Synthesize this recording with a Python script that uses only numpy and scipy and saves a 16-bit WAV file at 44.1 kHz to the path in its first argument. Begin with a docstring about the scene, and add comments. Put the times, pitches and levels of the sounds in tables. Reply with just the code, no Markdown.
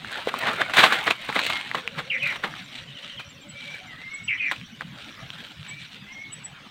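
"""Someone pushes through dry undergrowth: twigs snap (short decaying rings and a crack), foliage sweeps
past (two coloured crackles, soft and crisp) and litter crunches (swelling fracture showers).
Far whistles (scooped sines), low hoots (arched sines) and a pulsing insect (band noise) join in.
Near 2.1 s and 4.3 s a close bird sings, two rough voices gliding down; after the first song come thin
pips and faint chirps, while the steps turn quiet. Forest hiss and microphone rumble run throughout."""
import sys
import numpy as np
from scipy import signal
from scipy.fft import rfft, irfft
from scipy.io import wavfile

SR = 44100
rng = np.random.default_rng(int(sys.argv[2]) if len(sys.argv) > 2 else 0)


def persist_wave(psi):
    """Save psi, clipped to +-1, as 16-bit WAV."""
    counts = np.round(np.clip(psi, -1, 1) * 32767).astype(np.int16)
    wavfile.write(sys.argv[1], SR, np.atleast_2d(counts).T)


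N = 295645
T = np.arange(N) / SR

# sprays of foliage sweeping past:
# (peak time [s], rise from about half [s], relative body level [dB], crisp edge against body [dB])
SWEEPS = [(.14, 0.096, -39.5, -3), (.46, 0.13, -34.5, -6), (.6, 0.026, -31.5, -25),
          (.89, 0.13, -29.5, -6.5), (1.24, 0.048, -45, -1), (1.45, 0.14, -36, 0), (1.74, 0.12, -46, -1.5),
          (2.01, 0.11, -51, -3), (2.29, 0.071, -42.5, 0), (2.48, 0.054, -40.5, -9),
          (2.59, 0.049, -45, -0.5), (2.76, 0.078, -50.5, 2.5), (3.05, 0.096, -53.5, 5),
          (3.64, 0.065, -53.5, 5), (3.75, 0.056, -45.5, -0.5), (3.99, 0.2, -52.5, -3.5),
          (4.55, 0.063, -54.5, 7.5), (5.03, 0.12, -52, 1.5), (5.21, 0.083, -51, -23), (5.41, 0.12, -50, 1),
          (5.69, 0.053, -52, 3), (5.823, 0.031, -60.5, 15), (5.94, 0.023, -61, 15),
          (6.45, 0.21, -55.5, -22)]
# soft rub of leaf on cloth: (frequency [Hz], relative level [dB])
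BODY_COLOUR = [(40, -37.5), (220, -6), (420, -9), (650, -3.5), (1000, -4.5), (1400, 1), (2100, -2.5),
               (3200, -9.5), (5000, -32), (15000, -37.5)]
# crisp edge of leaf on leaf: (frequency [Hz], relative level [dB])
EDGE_COLOUR = [(700, -25), (1600, -5.5), (2400, 1.5), (3200, 2.5), (3900, 2), (4500, -7.5), (5200, -15.5),
               (7000, -19), (8700, -18.5), (10500, -39), (15500, -39)]
# bright ticks of dry leaf tips: (frequency [Hz], relative level [dB])
TICK_COLOUR = [(1000, -12), (4000, -3), (8500, 3), (10500, -2), (14000, -4)]
SWEEP_FALL = 1.11  # fall time / rise time
STIR_DB, STIR_EDGE_DB = -60, -61.5  # relative levels of leaves that stir between the sweeps


def brushing():
    """Sprays swell and settle: clumped fractures excite a soft body and crisp edge; firm pushes tick."""
    push, crisp = amp(STIR_DB), amp(STIR_EDGE_DB)
    for peak_s, rise, level_db, edge_db in SWEEPS:
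        u = (T - peak_s) / rise
        slope = 1.386 * np.where(u < 0, u, u / SWEEP_FALL)
        swell = 1 / np.cosh(np.clip(slope, -30, 30))
        push = np.hypot(push, amp(level_db) * swell)
        crisp = np.hypot(crisp, amp(level_db + edge_db) * swell)
    clumps = amp(1.75 * wander(N, 40))

    body = colour(crackle(N, per_s=2500, spread_db=3.5, hiss=.5), BODY_COLOUR)
    body = patchy(body, depth_db=4.9, width_hz=350, span=.08)
    edge = colour(crackle(N, per_s=1600, spread_db=4.5, hiss=.55), EDGE_COLOUR)
    edge = patchy(edge, depth_db=2.2, width_hz=600, span=.05)

    # each leaf tip is a burst of noise decaying over 2.8 ms
    tip_clicks = abs(crackle(N, per_s=56, spread_db=0, hiss=0))
    tips = signal.lfilter([1], [1, -np.exp(-1 / (.0028 * SR))], tip_clicks)
    ticks = evened(colour(tips * rng.standard_normal(N), TICK_COLOUR))
    ticks *= np.minimum(push / amp(-39.5), 1)  # held back under a weak push

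    soft = amp(3) * body * push
    sharp = (amp(4.5) * edge + amp(-14.5) * ticks) * crisp
    return (soft + sharp) * clumps


# leaf litter giving way:
# (peak time [s], level [dB], rise [s], decay [s], brightness [dB per octave])
LITTER = [(.291, -23.5, 0.0097, 0.0046, -1.5), (.39, -31.5, 0.0026, .004, 8),
          (.485, -20, .016, 0.021, -3.5), (.616, -21.5, .012, 0.0076, -2), (.697, -28, .001, 0.014, -3),
          (.737, -19.5, .001, 0.016, 0.5), (.771, -10.5, 0.0028, 0.0045, 0), (.791, -9, .014, 0.025, -0.9),
          (.839, -9, 0.0099, 0.022, -1.2), (.925, -17.5, 0.0021, 0.02, -0.1),
          (1.069, -19.5, 0.0036, 0.011, -1.5), (1.085, -21, .012, 0.014, -3.5),
          (1.108, -16.5, 0.0042, 0.0091, -1), (1.2905, -22.5, .001, 0.0087, -4.5),
          (1.363, -18.5, 0.0047, 0.014, -4), (1.393, -16.5, 0.00091, 0.0031, 0),
          (1.465, -21.5, .002, 0.0065, 2), (1.502, -19.5, 0.0027, 0.0056, -1.5),
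          (1.751, -20, 0.0011, 0.0053, -2), (1.78, -30, 0.018, 0.017, -2), (1.99, -25, 0.0097, 0.015, -2),
          (2.231, -34, 0.00077, 0.0065, 4.5), (2.274, -33, 0.0022, .005, 4),
          (2.325, -32.5, 0.0072, 0.0078, -0.5), (2.361, -29.5, 0.0041, 0.0075, -0.5),
          (2.444, -22, 0.0057, .014, -3.5), (3.197, -33.5, 0.0031, .013, -0.5),
          (4.517, -23, 0.0021, 0.011, -1), (4.818, -31.5, .002, 0.0048, -3)]
# colour of dry leaves, shared with the snaps: (frequency [Hz], relative level [dB])
LEAF_COLOUR = [(25, -52), (110, -16.5), (250, -11), (420, -10.5), (750, -5), (1200, -1.5), (1900, -0.5),
               (3000, -3.5), (3900, -4), (5200, -21.5), (8700, -23), (10500, -32), (15500, -30.5)]


def crunches():
    """Each crush is a swelling, dying shower of fractures in the litter."""
    out = np.zeros(N)
    for peak_s, db, rise, decay, tilt_db in LITTER:
        t = np.arange(-4 * rise, 6 * decay, 1 / SR)
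        swell = np.exp(np.minimum(t / rise, -t / decay))
        fractures = crackle(len(t), per_s=5000, spread_db=1.5, hiss=.32)
        shower = evened(colour(fractures * swell, LEAF_COLOUR, tilt_db))
        # the level belongs to the top of the swell
        add(out, peak_s + t[0], amp(db) * shower * np.sqrt(np.mean(swell ** 2)))
    return out


# twigs breaking: (time [s], relative peak level [dB], pitch of the stick [Hz])
TWIGS = [(.047, -21.5, 1530), (0.2728, -13.5, 474), (0.3408, -13, 1070), (.473, -23, 1600),
         (0.6173, -5.5, 1680), (0.6967, -21, 1400), (0.838, -2.5, 1080), (0.923, -9, 1520),
         (1.0781, -7, 1830), (1.1098, -4.5, 2770), (1.3002, -18, 950), (1.3268, -16.5, 1940),
         (1.364, -11, 2080), (1.3914, -10, 2260), (1.465, -15.5, 2600), (1.5021, -16, 2070),
         (1.7144, -15, 1930), (1.7472, -12.5, 1120), (1.8767, -11.5, 2540), (2.439, -12.5, 1730),
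         (2.5393, -26, 1610), (4.5137, -11, 1960), (4.6133, -28, 2490), (4.8095, -17.5, 1640),
         (5.3036, -20.5, 3200), (5.63, -29, 3260), (5.6642, -32, 1820)]
RING_CYCLES = 1.15  # cycles in which any stick's ring falls to 1/e


def snaps():
    """A break rings the stick for a few cycles and sheds splinters; a low-pass dulls the ring."""
    out, t = np.zeros(N), np.arange(2048) / SR
    dull = signal.butter(4, 4300, fs=SR, output="sos")
    for s, db, hz in TWIGS:
        ring = np.sin(2 * np.pi * hz * t) * np.exp(-t * hz / RING_CYCLES)
        stick = np.diff(ring * (1 - np.exp(-t / .0002)), prepend=0)
        splinters = .03 * crackle(len(t), per_s=5000, spread_db=3, hiss=.5) * np.exp(-t / .004)
        crack = colour((t == 0) + splinters, LEAF_COLOUR, tilt_db=.5)
        snap = signal.sosfilt(dull, stick / abs(stick).max()) + .5 * crack / abs(crack).max()
        add(out, s, amp(db) * snap / abs(snap).max())
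    return out * amp(1.64)


# syllables of the near bird's song:
# (time from song start [s], length [s], first pitch [Hz], last pitch [Hz],
#  bend [+ falls early, - late], relative level [dB], rasp [0-1], second voice / first [ratio])
SONG_SYLLABLES = [(0, .095, 3247, 1987, 5, -23, 0.87, 1.14),
                  (0.098, .036, 3000, 2950, -0.5, -33.5, 1, 0.72),
                  (.12, .115, 2520, 1890, -3, -23, .75, .85)]
# when the song is sung: (time [s])
SONG_TIMES = [2.098, 4.276]


def near_bird():
    """The same raspy song twice, echoed by the trees."""
    out = np.zeros(N)
    for start in SONG_TIMES:
        for s, *shape in SONG_SYLLABLES:
            add(out, start + s, syllable(*shape))
    return out * amp(-.5) + amp(-8.5) * scatter(out, t60=.24, delay=.004)


SYLLABLE_ATTACK_S, RASP_ONSET_S = .0067, .014
SYLLABLE_FADE_DB = -9.5  # drop reached at the end of the note


def syllable(length, first_hz, last_hz, bend, db, rasp, interval):
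    """A falling note from both sides of the syrinx; rasp flutters pitch and brings in the second voice."""
    t = np.arange(0, length, 1 / SR)
    u = t / length
    hz = first_hz + (last_hz - first_hz) * np.expm1(-bend * u) / np.expm1(-bend)
    rough = rasp * (1 - np.exp(-t / RASP_ONSET_S))
    step = 2 * np.pi * hz * (1 + .07 * rough * wander(len(t), 520)) / SR
    voice = np.sin(np.cumsum(step)) + .73 * rough * np.sin(np.cumsum(step * interval))
    voice *= amp(2.4 * wander(len(t), 200))
    gate = np.minimum(np.minimum(t, length - t) / SYLLABLE_ATTACK_S, 1)
    return amp(db + SYLLABLE_FADE_DB * u ** 2) * gate * evened(voice)


# faint falling chirps: (time [s], length [s], first pitch [Hz], relative level [dB])
FAR_CHIRPS = [(2.87, 0.056, 3200, -42), (2.947, 0.06, 3200, -40.5), (3.023, 0.032, 3200, -37.5),
              (3.095, 0.055, 3300, -38.5), (3.17, 0.036, 3350, -36), (3.188, 0.0296, 2660, -37),
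              (3.4, 0.11, 2500, -53), (3.872, 0.11, 2150, -42.5)]
CHIRP_FALL, CHIRP_RASP = .139, .45  # share of its pitch that a chirp loses; roughness 0-1


def chatter():
    """A loose run of faint falling chirps, half lost in their echo."""
    out = np.zeros(N)
    for s, length, hz, db in FAR_CHIRPS:
        last_hz = hz * (1 - CHIRP_FALL)
        add(out, s, syllable(length, hz, last_hz, bend=1.16, db=db, rasp=CHIRP_RASP, interval=.66))
    return out * amp(-2) + amp(-6) * scatter(out, t60=.25, delay=.008)


# far whistler: (time [s], length [s], pitch approached [Hz],
#                scoop [Hz, + from below, - from above], relative level [dB])
WHISTLE_NOTES = [(.97, 0.15, 2245, 42, -33.5), (1.447, 0.17, 2225, 201.5, -31),
                 (3.531, 0.28, 2300, -37.5, -35.5), (3.959, 0.27, 2225, 341, -35.5),
                 (5.67, .14, 2320, 31.5, -36), (6.058, .24, 2235, 252, -37)]
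SCOOP_S = .085  # time constant of a whistle settling on its pitch


def whistler():
    """Pure notes scoop to their pitch, swell and fade, and waver on their way through the trees."""
    out = np.zeros(N)
    for start, length, hz, scoop_hz, db in WHISTLE_NOTES:
        t = np.arange(0, length, 1 / SR)
        pitch = hz - scoop_hz * np.exp(-t / SCOOP_S)
        phase = 2 * np.pi * np.cumsum(pitch * (1 + .013 * wander(len(t), 60))) / SR
        fading = evened(amp(3 * wander(len(t), 35))) * np.sin(np.pi * t / length) ** .7
        add(out, start, amp(db) * np.sin(phase) * fading)
    return out * amp(-2) + amp(-4) * scatter(out, t60=.4, delay=.008)


# runs of far hoots:
# (start time [s], end time [s], rate [hoots per s], nominal pitch [Hz], relative level [dB])
HOOT_RUNS = [(1.725, 2.3, 12.8, 535, -42), (2.79, 3.75, 9.6, 565, -51), (3.77, 3.82, 28, 750, -49)]


def hoots():
    """Quick runs of soft, arched notes, each a little off in time, pitch and level."""
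    out, t = np.zeros(N), np.arange(-.05, .05, 1 / SR)
    bell = np.exp(-(t / .0213) ** 2)
    for start, end, per_s, hz, db in HOOT_RUNS:
        for s in np.arange(start, end, 1 / per_s):
            late, sharp, loud = rng.standard_normal(3)
            pitch = hz * (1 + .045 * sharp + .15 * (bell - .8))
            note = bell * np.sin(2 * np.pi * np.cumsum(pitch) / SR)
            add(out, s + .00544 * late, amp(db + 2 * loud) * note)
    return out * amp(-2) + amp(-5) * scatter(out, t60=.25, delay=.008)


# thin pips: (peak time [s], nominal pitch [Hz], relative level [dB])
PIP_NOTES = [(2.65, 7300, -55), (3.305, 7360, -49.5), (3.425, 7400, -52), (3.502, 7840, -40.5),
             (3.875, 7250, -58), (4.151, 7840, -37.5), (4.25, 7850, -40.5), (4.465, 7250, -62),
             (5.697, 7850, -37.5), (6.336, 7880, -32.5), (6.455, 7870, -31.5)]


def pips():
    """Very high, short notes with a slight arch and waver of pitch."""
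    out, t = np.zeros(N), np.arange(-.04, .04, 1 / SR)
    bell = np.exp(-(t / .011) ** 2)
    for s, hz, db in PIP_NOTES:
        pitch = hz * (1 + .0091 * (bell - .8) + .0062 * wander(len(t), 200))
        add(out, s + t[0], amp(db + .5) * bell * np.sin(2 * np.pi * np.cumsum(pitch) / SR))
    return out + amp(-17) * scatter(out, t60=.18, delay=.012)


# insect phrases: (start time [s], end time [s])
INSECT_PHRASES = [(1.72, 2.8), (2.47, 3.5), (3.54, 3.94), (4.0, 4.86), (5.02, 5.35), (5.6, 6),
                  (6.028, 6.55)]
# narrow band of its buzz: (frequency [Hz], relative level [dB])
INSECT_COLOUR = [(4700, -43), (5350, -7.5), (5700, 2.5), (6050, -2.5), (6700, -54)]


def insect():
    """A narrow band of buzz, pulsed unevenly in short phrases that swell and fade."""
    out = np.zeros(N)
    for start, end in INSECT_PHRASES:
        t = np.arange(0, end - start, 1 / SR)
        uneven_t = t + .007 * wander(len(t), 12)
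        pulses = np.sin(np.pi * 13 * uneven_t) ** 2  # about 13 a second
        add(out, start, pulses * signal.windows.tukey(len(t), .4))
    buzz = colour(rng.standard_normal(N), INSECT_COLOUR)
    return amp(-59.5 + 4.4 * wander(N, 8.9)) * out * buzz


# still forest air: (frequency [Hz], relative level [dB])
AIR_COLOUR = [(25, -2), (120, -6.5), (250, -5), (420, -3), (800, -7), (1400, -4), (2200, 1.5), (3200, 4.5),
              (4200, -4.5), (5000, -9.5), (8000, -20), (10500, -37), (15500, -36)]
# low rumble at the microphone: (frequency [Hz], relative level [dB])
RUMBLE_COLOUR = [(20, -26), (50, -16), (100, -5.5), (145, 2), (230, -3), (310, -11), (420, -34.5),
                 (900, -41)]
# course of the rumble: (time [s], relative level [dB])
RUMBLE_LEVEL = [(0, -53), (1.8, -54), (2.7, -50.5), (2.95, -55.5), (3.2, -52.5), (4.2, -55.5), (4.9, -52.5),
                (5.4, -50.5), (6.7, -57)]


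def air():
    """Faint forest hiss and an uneven rumble at the moving microphone, both filtered noise."""
    s, db = np.transpose(RUMBLE_LEVEL)
    rumble = colour(rng.standard_normal(N), RUMBLE_COLOUR)
    rumble = patchy(rumble, depth_db=7, width_hz=175, span=.074) * amp(np.interp(T, s, db) + 4)
    hiss = patchy(colour(rng.standard_normal(N), AIR_COLOUR), depth_db=7.5, width_hz=340, span=.053)
    return rumble + amp(-50.5) * hiss


def crackle(n, per_s, spread_db, hiss):
    """Tiny fractures, their sizes set apart by spread_db, over hiss."""
    size = amp(spread_db * np.minimum(rng.exponential(1, n), 4))
    clicks = size * rng.choice([-1, 1], n) * (rng.random(n) < per_s / SR)
    return evened(evened(clicks) + hiss * rng.standard_normal(n))


def colour(x, points, tilt_db=0):
    """Causal filter from a spectrum and a tilt per octave, so clicks keep their sharp front."""
    size = 4096
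    octave = np.log2(np.fft.rfftfreq(size, 1 / SR) + 1)
    f, db = np.transpose(points)
    tilt = tilt_db * np.clip(octave - np.log2(2000), -2, 2.6)  # pivots on 2 kHz
    log_gain = np.log(amp(np.interp(octave, np.log2(f), db) + tilt))
    # folding the cepstrum gives minimum phase
    cepstrum = irfft(log_gain)[:size // 2]
    cepstrum[1:] *= 2
    taps = irfft(np.exp(rfft(cepstrum, size)))
    return signal.fftconvolve(x, taps / np.linalg.norm(taps))[:len(x)]


def patchy(x, depth_db, width_hz, span):
    """Brief chance resonances: the colour shifts in small patches of time (span [s]) and frequency."""
    hz, t, z = signal.stft(x, SR, nperseg=1024, noverlap=768)
    rate = np.fft.fftfreq(len(t), t[1])[None]
    ripple = np.fft.fftfreq(len(hz), hz[1])[:, None]
    smooth = np.exp(-(rate * span) ** 2 - (ripple * width_hz) ** 2)
    field = evened(np.fft.ifft2(np.fft.fft2(rng.standard_normal(z.shape)) * smooth).real)
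    gain = evened(amp(depth_db * 2 * np.tanh(field / 2)))
    return signal.istft(z * gain, SR, nperseg=1024, noverlap=768)[1][:N]


def scatter(x, t60, delay):
    """Echoes off trunks and leaves: sparse taps that die away by 60 dB in t60 [s]."""
    t = np.arange(SR // 2) / SR
    hits = rng.standard_normal(len(t)) * (rng.random(len(t)) < 2500 / SR)
    taps = hits * amp(-60 * t / t60) * (t > delay)
    return signal.fftconvolve(x, taps / np.linalg.norm(taps))[:N]


def wander(n, hz):
    """Smooth random drift of rms one, its rates fading out around hz."""
    f = np.fft.rfftfreq(n, 1 / SR)
    return evened(irfft(rfft(rng.standard_normal(n)) * np.exp(-(f / hz) ** 2) * (f > 0), n))


def amp(db):
    """Decibels to gain."""
    return 10 ** (np.asarray(db) / 20)


def evened(x):
    """Scales to an rms of one."""
    return x / np.sqrt(np.mean(x ** 2) + 1e-20)


def add(mix, s, sound):
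    """Mixes a sound in at a time [s]."""
    part = mix[max(round(s * SR), 0):][:len(sound)]
    part += sound[:len(part)]


def scene():
    """Close steps with a faint woodland echo, among the animals."""
    steps = crunches() + snaps()
    steps = steps + amp(-15) * scatter(steps, t60=.11, delay=.0019)
    animals = near_bird() + chatter() + whistler() + hoots() + pips() + insect()
    return (brushing() + steps + animals + air())[None]


BAND_LIMIT_HZ = 15900


def record(dry):
    """Clips at full scale, then filters off the top above the band limit."""
    clipped = np.clip(dry, -1, 1)
    lowpass = signal.firwin(511, BAND_LIMIT_HZ, window=("kaiser", 9), fs=SR)
    return signal.oaconvolve(clipped, lowpass[None], "same")


dry = scene()
out = record(dry)
persist_wave(out)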